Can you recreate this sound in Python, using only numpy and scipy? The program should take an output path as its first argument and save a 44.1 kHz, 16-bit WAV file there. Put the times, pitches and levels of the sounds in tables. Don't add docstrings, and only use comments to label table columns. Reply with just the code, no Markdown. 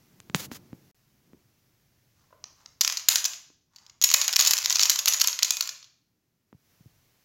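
import sys
import numpy as np
from scipy import signal
from scipy.fft import rfft, irfft
from scipy.io import wavfile
from scipy.ndimage import uniform_filter1d, minimum_filter1d

SR = 44100
rng = np.random.default_rng(int(sys.argv[2]) if len(sys.argv) > 2 else 0)


def inscribe(sig):
    pcm = np.round(np.clip(np.atleast_2d(sig).T, -1, 1) * 32767)
    wavfile.write(sys.argv[1], SR, pcm.astype(np.int16))


N = 319372


def from_db(db):
    return 10 ** (np.asarray(db) / 20)


def unit_energy(x):
    return x / np.sqrt(np.sum(x ** 2) + 1e-20)


def level(rows):
    return from_db(np.interp(np.arange(N) / SR, *np.transpose(rows)))


def swells(rows, attack_s, release_db_per_s):
    t, gain = np.arange(N) / SR, np.zeros(N)
    for s, hold_s, db in rows:
        rise = np.exp(-(np.minimum(t - s, 0) / attack_s) ** 2)
        fall_db = release_db_per_s * np.clip(t - s - hold_s, 0, 1)
        gain = np.maximum(gain, rise * from_db(db - fall_db))
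    return gain


def at_hz(points, hz):
    f, value = np.transpose(points)
    return np.interp(np.log(np.maximum(hz, 1)), np.log(f), value)


def cut(x, hz, kind, order=2):
    return signal.sosfilt(signal.butter(order, hz, kind, fs=SR, output="sos"), x)


def add(track, s, sound):
    i = int(round(s * SR))
    track[i:i + len(sound)] += sound[:N - i]


def through(x, response):
    return signal.oaconvolve(x, response)[:N]


def colour(points, size=4096):
    magnitude = from_db(at_hz(points, np.fft.rfftfreq(size, 1 / SR)))
    cepstrum = irfft(np.log(magnitude))
    cepstrum[1:size // 2] *= 2
    cepstrum[size // 2 + 1:] = 0
    return unit_energy(irfft(np.exp(rfft(cepstrum))))


def ring(hz, t60_s):
    t = np.arange(SR // 2) / SR
    return np.sin(2 * np.pi * hz * t) * from_db(-60 * t / t60_s)


def chatter(decay_s, rebound_s=0, rebound_db=-99, size=900):
    t = np.arange(size) / SR
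    rebound = from_db(rebound_db) * (t >= rebound_s) * np.exp(-np.abs(t - rebound_s) / decay_s)
    return unit_energy(rng.standard_normal(size) * (np.exp(-t / decay_s) + rebound))


# t/s, level/dB
GRIP_LEVEL = [(0.0, -66), (0.28, -60.5), (0.42, -48), (0.68, -58), (0.89, -61.5), (0.97, -80), (1.35, -64),
              (1.6, -79)]
RUMBLE_LEVEL = [(0.97, -74), (1.7, -71.5), (2.6, -70), (3.62, -77.5), (4.65, -67.5), (6.33, -85.5),
                (6.91, -68), (7.24, -78)]
HISS_LEVEL = [(0, -66), (.9, -66), (.96, -70), (2.7, -71), (3.6, -81), (6.45, -80), (6.7, -67), (7.24, -68)]
# f/Hz, level/dB
GRIP_SPECTRUM = [(25, -29), (60, -14.5), (120, 2), (200, -2), (350, -6.5), (520, -17), (1200, -27),
                 (8000, -68.5)]
RUMBLE_SPECTRUM = [(25, -11.5), (60, -2.5), (120, 4), (200, -7.5), (320, -10), (500, -18), (1200, -31),
                   (8000, -75.5)]
HISS_SPECTRUM = [(100, 0), (500, 1), (1200, -1), (2100, 0), (3700, -3), (5900, 0), (7200, -4), (8500, -10),
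                 (12000, -4), (15500, -3)]


def background():
    grip, rumble, hiss = rng.standard_normal((3, N))
    return (level(GRIP_LEVEL) * through(grip, colour(GRIP_SPECTRUM))
            + level(RUMBLE_LEVEL) * through(rumble, colour(RUMBLE_SPECTRUM))
            + level(HISS_LEVEL) * through(hiss, colour(HISS_SPECTRUM)))


# t/s, thump level/dB, thump f/Hz, click level/dB, click low-pass f/Hz
MIC_BUMPS = [(0.2024, -62, 150, -21.5, 9150), (0.2985, -29.5, 186, -14.5, 3100),
             (0.3473, -14.5, 167, 9, 4350), (0.5159, -26.5, 246, -9, 2190), (0.73, -27.5, 214, -23, 2160),
             (1.333, -41, 245.5, -30, 1980), (1.345, -45, 275, -61, 500), (3.502, -49.5, 294, -32.5, 1410),
             (6.528, -37.5, 245, -18.5, 1080), (6.547, -37, 108.2, -52, 500), (6.807, -42, 143.7, -42, 500),
             (6.859, -36, 121, -31, 472)]
# t/s, hold/s, level/dB
MIC_RUBS = [(.352, 0.012, -34), (.37, 0.087, -41), (.397, 0.01, -35), (.518, 0.019, -45.5),
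            (.548, 0.019, -43.5)]
# f/Hz, level/dB
CASE_SPECTRUM = [(100, 1), (500, -4.5), (700, -6), (950, 0), (2000, -0.5), (3500, -1), (5800, -6),
                 (7300, 7), (8500, -7), (11000, -4), (15500, -10)]
RUB_SPECTRUM = [(100, 1.5), (500, -2), (1600, -1), (7000, 1.5), (8500, -8), (11000, -3), (15500, -3.5)]


def mic_handling(thump_t60_s=0.028, creak_s=0.008, creak_db=7):
    thumps, clicks = np.zeros(N), np.zeros(N)
    for s, thump_db, hz, click_db, dull_hz in MIC_BUMPS:
        creak = unit_energy(cut(chatter(creak_s), [hz / np.sqrt(2), hz * np.sqrt(2)], "band"))
        add(thumps, s, -from_db(thump_db) * ring(hz, thump_t60_s))
        add(thumps, s, from_db(thump_db + creak_db) * creak)
        add(clicks, s, from_db(click_db) * cut(signal.unit_impulse(SR // 100), dull_hz, "low"))
    rub = swells(MIC_RUBS, attack_s=0.0043, release_db_per_s=1499) * rng.standard_normal(N)
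    case = thumps + through(clicks, colour(CASE_SPECTRUM)) + through(rub, colour(RUB_SPECTRUM))
    return cut(case, 85, "high", order=3)


# t/s, hold/s, level/dB
EDGE_SLIDES = [(2.19, 0.045, -72), (2.59, 0.042, -67), (3.76, 0.11, -66.5)]


def edge_slides(slips_per_s=2500):
    slips = (rng.random(N) < slips_per_s / SR) * rng.standard_normal(N)
    sheet = colour([(450, -19), (1050, -1), (2500, -15), (6500, -8), (9000, -27)])
    whisper = np.sqrt(N) * unit_energy(through(slips, sheet))
    return swells(EDGE_SLIDES, attack_s=0.035, release_db_per_s=110) * whisper


# t/s, level/dB
EDGE_NUDGES = [(2.306, -39), (2.327, -27.5), (2.503, -40), (2.657, -35.5)]


def edge_nudges(low_hz=620, high_hz=1020, t60_s=0.03, scuff_s=0.0042, scuff_db=-5):
    out = np.zeros(N)
    notes = unit_energy(ring(low_hz, t60_s) + ring(high_hz, t60_s))
    for s, db in EDGE_NUDGES:
        scuff = unit_energy(cut(chatter(scuff_s), [500, 1700], "band"))
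        add(out, s, from_db(db) * notes)
        add(out, s, from_db(db + scuff_db) * scuff)
    return cut(out, 470, "high", order=3)


# t/s, level/dB
EDGE_TAPS = [(2.4408, -11.5), (2.66, -18)]


def rim_taps(chatter_s=0.0015):
    out = np.zeros(N)
    tap = colour([(400, -22), (1000, -0.5), (3000, -3.5), (6300, 10), (7300, -7), (8500, -29.5),
                  (15000, -29)])
    for s, db in EDGE_TAPS:
        add(out, s, from_db(db) * unit_energy(np.convolve(chatter(chatter_s), tap)))
    return out


# t/s, level/dB, hollow body level/dB, own note f/Hz
KERNEL_KNOCKS = [(2.8097, 3.5, -2, 5800), (2.814, -1, -1, 6200), (2.8187, -8.5, -3, 6000),
                 (2.8482, -1, 4.5, 5600), (2.877, -0.5, -2, 6260.0), (2.899, -7, 4.5, 6290.0),
                 (2.9238, -8.5, 1, 6200), (2.9718, -5.5, -5.5, 6160), (2.996, -18.5, 0.5, 2670.0),
                 (3.0857, 11.5, -4, 6650), (3.1574, 4, 0.5, 6700), (3.182, -10, -3, 6550),
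                 (3.243, -6, -6.5, 6340), (3.2525, -1.5, -2, 6300), (3.2563, -4.5, -6, 7300),
                 (3.3346, -18, 8.5, 4100), (3.761, -27, -3, 4540.0), (3.785, -33.5, 3, 4720.0),
                 (3.865, -31.5, -5, 5470.0), (3.8974, -30, 0, 6900), (4.015, -5, -3, 5950),
                 (4.024, -3.5, 0.5, 6660), (4.0391, 7, 1, 5420.0), (4.0903, -4.5, 2.5, 6850),
                 (4.1022, -3, -3.5, 6760.0), (4.1145, -1.5, 1, 7050), (4.1263, -9.5, 1.5, 5400),
                 (4.1397, 9.5, -4.5, 6730), (4.143, 3, 8.5, 5300), (4.2147, 0.5, 1, 6760),
                 (4.2436, -10, 0.5, 4650.0), (4.2799, -0.5, 5.5, 6900), (4.2913, -8.5, 10.5, 4600),
                 (4.3285, -4.5, 2.5, 5460.0), (4.335, -4, 1, 5380.0), (4.3606, 1.5, -1.5, 5420.0),
                 (4.3646, 5, 0, 5460.0), (4.39, -6, -1.5, 6000), (4.393, 3.5, 1.5, 6800), (4.4, 2, 5, 6800),
                 (4.4088, 2.5, -1.5, 6960), (4.424, -5, -5, 6800), (4.4502, -1, 4, 6140),
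                 (4.463, -2, 2.5, 6800), (4.4716, 0, -1, 6770.0), (4.474, 3.5, -2.5, 6830.0),
                 (4.5093, 3, -1, 6800.0), (4.514, -2.5, 3.5, 4590.0), (4.5346, 3, 1, 6730.0),
                 (4.5688, -7, -0.5, 5540), (4.579, -6, 2, 5900), (4.5858, -4, -2.5, 5860),
                 (4.647, -7.5, -4, 7200), (4.659, -0.5, 6.5, 5600), (4.6986, -1.5, -3.5, 6610.0),
                 (4.7049, -2, 5, 6050), (4.713, -6.5, 2, 5890.0), (4.726, -2, -4, 4560),
                 (4.747, -11.5, -2, 5400), (4.753, -10, -2, 5770), (4.7571, 0.5, 0, 5860.0),
                 (4.768, -8, 2, 6000), (4.786, -9, 1.5, 4600), (4.7947, 2, 4, 6620.0),
                 (4.8046, -3.5, -7.5, 6700), (4.813, -0.5, -1.5, 4630.0), (4.8257, -1, -0.5, 5600),
                 (4.833, 5, -4.5, 5400), (4.8556, -0.5, -1, 5850.0), (4.8972, 5.5, -3, 6600),
                 (4.9011, 2, -2.5, 6300), (4.9165, -7, 2, 6000), (4.9586, -5, -1, 6240),
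                 (4.9892, -0.5, -1, 6800.0), (5.0578, -1, -1, 5620.0), (5.0744, -3.5, 7.5, 4500),
                 (5.079, 0.5, 2, 4440), (5.0832, 6.5, -2, 4640), (5.1067, -12.5, -4, 6000),
                 (5.1239, -6, -5.5, 6700), (5.1358, -2.5, -14, 6800), (5.1439, -9, 10, 6820.0),
                 (5.1985, -7.5, 2.5, 5400), (5.201, -7.5, -3.5, 6760), (5.2098, -2, -0.5, 4500.0),
                 (5.2146, 5.5, -3, 4530), (5.2408, -5, -2, 6700), (5.245, -5, 6.5, 4600),
                 (5.2735, 0.5, -3.5, 6500), (5.2831, -3.5, 0.5, 6560), (5.2956, -12, 4, 6720.0),
                 (5.3296, -10, 3, 6670), (5.3901, -5.5, 3.5, 6260), (5.4253, -4, 8.5, 4610.0),
                 (5.4305, 4.5, -3, 4550), (5.4472, -3.5, -5, 6700), (5.5067, 2.5, -1.5, 6450),
                 (5.5694, -9, 0.5, 4800), (5.6084, -1, 2, 4500), (5.6251, -10.5, -4, 5670),
                 (5.6557, -21, -1, 6000), (5.6747, -13.5, -1, 6720.0), (5.6913, -10, 0.5, 6400),
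                 (5.828, -29.5, -1, 6330.0), (5.8436, -30, -2, 6450)]


def kernel_knocks(snap_share=0.14, body_hz=2300, crack_hz=8500, note_width_hz=230, note_db=0.5):
    out = np.zeros(N)
    scatter = rng.standard_normal((len(KERNEL_KNOCKS), 3))
    for (s, db, body_db, note_hz), (length_z, crack_z, rebound_z) in zip(KERNEL_KNOCKS, scatter):
        chatter_s = 0.002 * from_db(0.1 * db + 3 * length_z)
        crack_db = 0.25 + 0.33 * db + 3 * crack_z
        rebound_s = 0.003 * 2 ** (rebound_z / 2)
        force = np.sqrt(1 - snap_share) * chatter(chatter_s, rebound_s, rebound_db=-10)
        force[0] = np.sqrt(snap_share)
        tilt = [(body_hz, body_db), (2 * body_hz, 0), (crack_hz / 1.4, 0), (crack_hz, crack_db)]
        force = np.convolve(force, colour(tilt, size=256))
        note = signal.lfilter(*signal.iirpeak(note_hz, note_hz / note_width_hz, fs=SR), force)
        force = force + from_db(note_db) * note
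        band_norm = np.linalg.norm(cut(force, [2500, 8000], "band"))
        add(out, s, from_db(db) * force / band_norm)
    return out


# t/s, hold/s, level/dB
HEAP_SLUMPS = [(2.83, 0.006, -37), (3.103, 0.007, -29), (4.15, 0.074, -34.5), (4.41, 0.073, -30),
               (4.615, 0.025, -36.5), (4.8, 0.06, -32.5), (5.11, 0.06, -38.5), (5.47, 0.02, -40)]


def kernel_skitter(peak_per_s=900, spread_db=3.5, chatter_s=0.0006, shapes=12):
    flow = swells(HEAP_SLUMPS, attack_s=0.0031, release_db_per_s=172.5)
    share = flow / flow.max()
    hits = rng.random(N) < peak_per_s * share / SR
    sizes = from_db(spread_db * np.minimum(rng.exponential(1, N), 2.5)) * rng.choice([-1, 1], N)
    contacts = hits * sizes * np.sqrt(share)
    shape = rng.integers(0, shapes, N)
    grains = sum(through(contacts * (shape == k), chatter(chatter_s)) for k in range(shapes))
    soften = colour([(7000, 0), (9000, -3)], size=256)
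    return np.linalg.norm(flow) * unit_energy(through(grains, soften))


# f/Hz, level/dB, t60/s
GLASS_TRAY_MODES = [(1126, -14.5, 0.029), (2486, -18.5, .16), (3460, -15.5, .06), (4130, -12, 0.14),
                    (4590, -8, .025), (4950, -11.5, .06), (5420, -9, .06), (6020, -8.5, 0.052),
                    (6770, -3, 0.027), (7149, -14, 0.13)]


def glass_and_tray(force, spread_db=7.5, spot_s=0.03):
    spot = (np.arange(N) / SR / spot_s).astype(int)
    scatter = np.clip(rng.standard_normal((len(GLASS_TRAY_MODES), 800)), -1.5, 1.5)
    out = np.zeros(N)
    for k, (hz, db, t60_s) in enumerate(GLASS_TRAY_MODES):
        strength = from_db(db + spread_db * scatter[k])[spot]
        mode = (-1) ** k * unit_energy(ring(hz, t60_s)[:SR // 5])
        out += through(force * strength, mode)
    return out


# f/Hz, level/dB
KERNEL_SPECTRUM = [(150, -45.5), (380, -31), (600, -19), (800, -19), (1050, -9), (1600, -12), (2600, -6.5),
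                   (4600, 0.5), (6900, 1), (7500, -6.5), (8300, -19.5), (9800, -16.5), (12600, -9),
                   (15500, -14.5)]


def corn(ring_db=-19):
    force = kernel_knocks() + kernel_skitter()
    sound = through(force, colour(KERNEL_SPECTRUM)) + from_db(ring_db) * glass_and_tray(force)
    return cut(sound, 480, "high", order=4)


# t/s, level/dB
TRAY_LANDINGS = [(4.14, -23), (4.396, -25.5), (4.51, -26), (4.896, -22.5), (5.081, -27.5), (5.216, -26.5),
                 (5.43, -36), (5.506, -28)]


def tray_thuds(hz=150, t60_s=0.007):
    out = np.zeros(N)
    for s, db in TRAY_LANDINGS:
        add(out, s, from_db(db) * unit_energy(ring(hz, t60_s)))
    return cut(cut(out, 60, "high"), 450, "low")


# f/Hz, t60/s
REVERB_T60 = [(300, .5), (1000, .5), (2500, .47), (4000, .55), (6000, .49), (8000, .39), (14000, .33)]
# f/Hz, level/dB
REVERB_LEVEL = [(300, 0), (1000, -4.5), (2400, -4), (4500, -12.5), (6700, -7), (9000, -5.5), (14000, -12)]


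def room_response(build_s=0.011, dense_s=0.07):
    t, hz = np.arange(SR) / SR, np.fft.rfftfreq(SR, 1 / SR)
    density = np.clip((t / dense_s) ** 3, 0.02, 1)
    echoes = (rng.random(SR) < density) * rng.standard_normal(SR) / np.sqrt(density)
    onset = 1 - np.exp(-(t / build_s) ** 2)
    spectrum, out = rfft(echoes), 0
    centres_hz = np.geomspace(250, 16000, 13)
    for centre_hz, weights in zip(centres_hz, np.eye(len(centres_hz))):
        band = irfft(spectrum * at_hz(np.c_[centres_hz, weights], hz), SR)
        fade = unit_energy(onset * from_db(-60 * t / at_hz(REVERB_T60, centre_hz)))
        out = out + from_db(at_hz(REVERB_LEVEL, centre_hz)) * band * fade
    return out


def room(direct, wander_hz=2.3):
    angle = 2 * np.pi * wander_hz * np.arange(N) / SR
    return (through(direct * np.cos(angle), room_response())
            + through(direct * np.sin(angle), room_response()))


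def scene():
    direct = corn() + rim_taps() + edge_nudges() + edge_slides()
    sound = direct + room(direct) + tray_thuds() + mic_handling() + background()
    return np.array([sound, sound])


def record(dry, dropout_s=(0.914, 0.946), dropout_db=-37, ceiling=0.99, window=90, cutoff_hz=15900):
    t = np.arange(N) / SR
    x = dry * np.where((t > dropout_s[0]) & (t < dropout_s[1]), from_db(dropout_db), 1)
    allowed_gain = ceiling / np.maximum(np.abs(x), ceiling)
    x = x * uniform_filter1d(minimum_filter1d(allowed_gain, window), window)
    return signal.sosfilt(signal.ellip(10, 0.2, 80, cutoff_hz, fs=SR, output="sos"), x)


dry = scene()
out = record(dry)
inscribe(out)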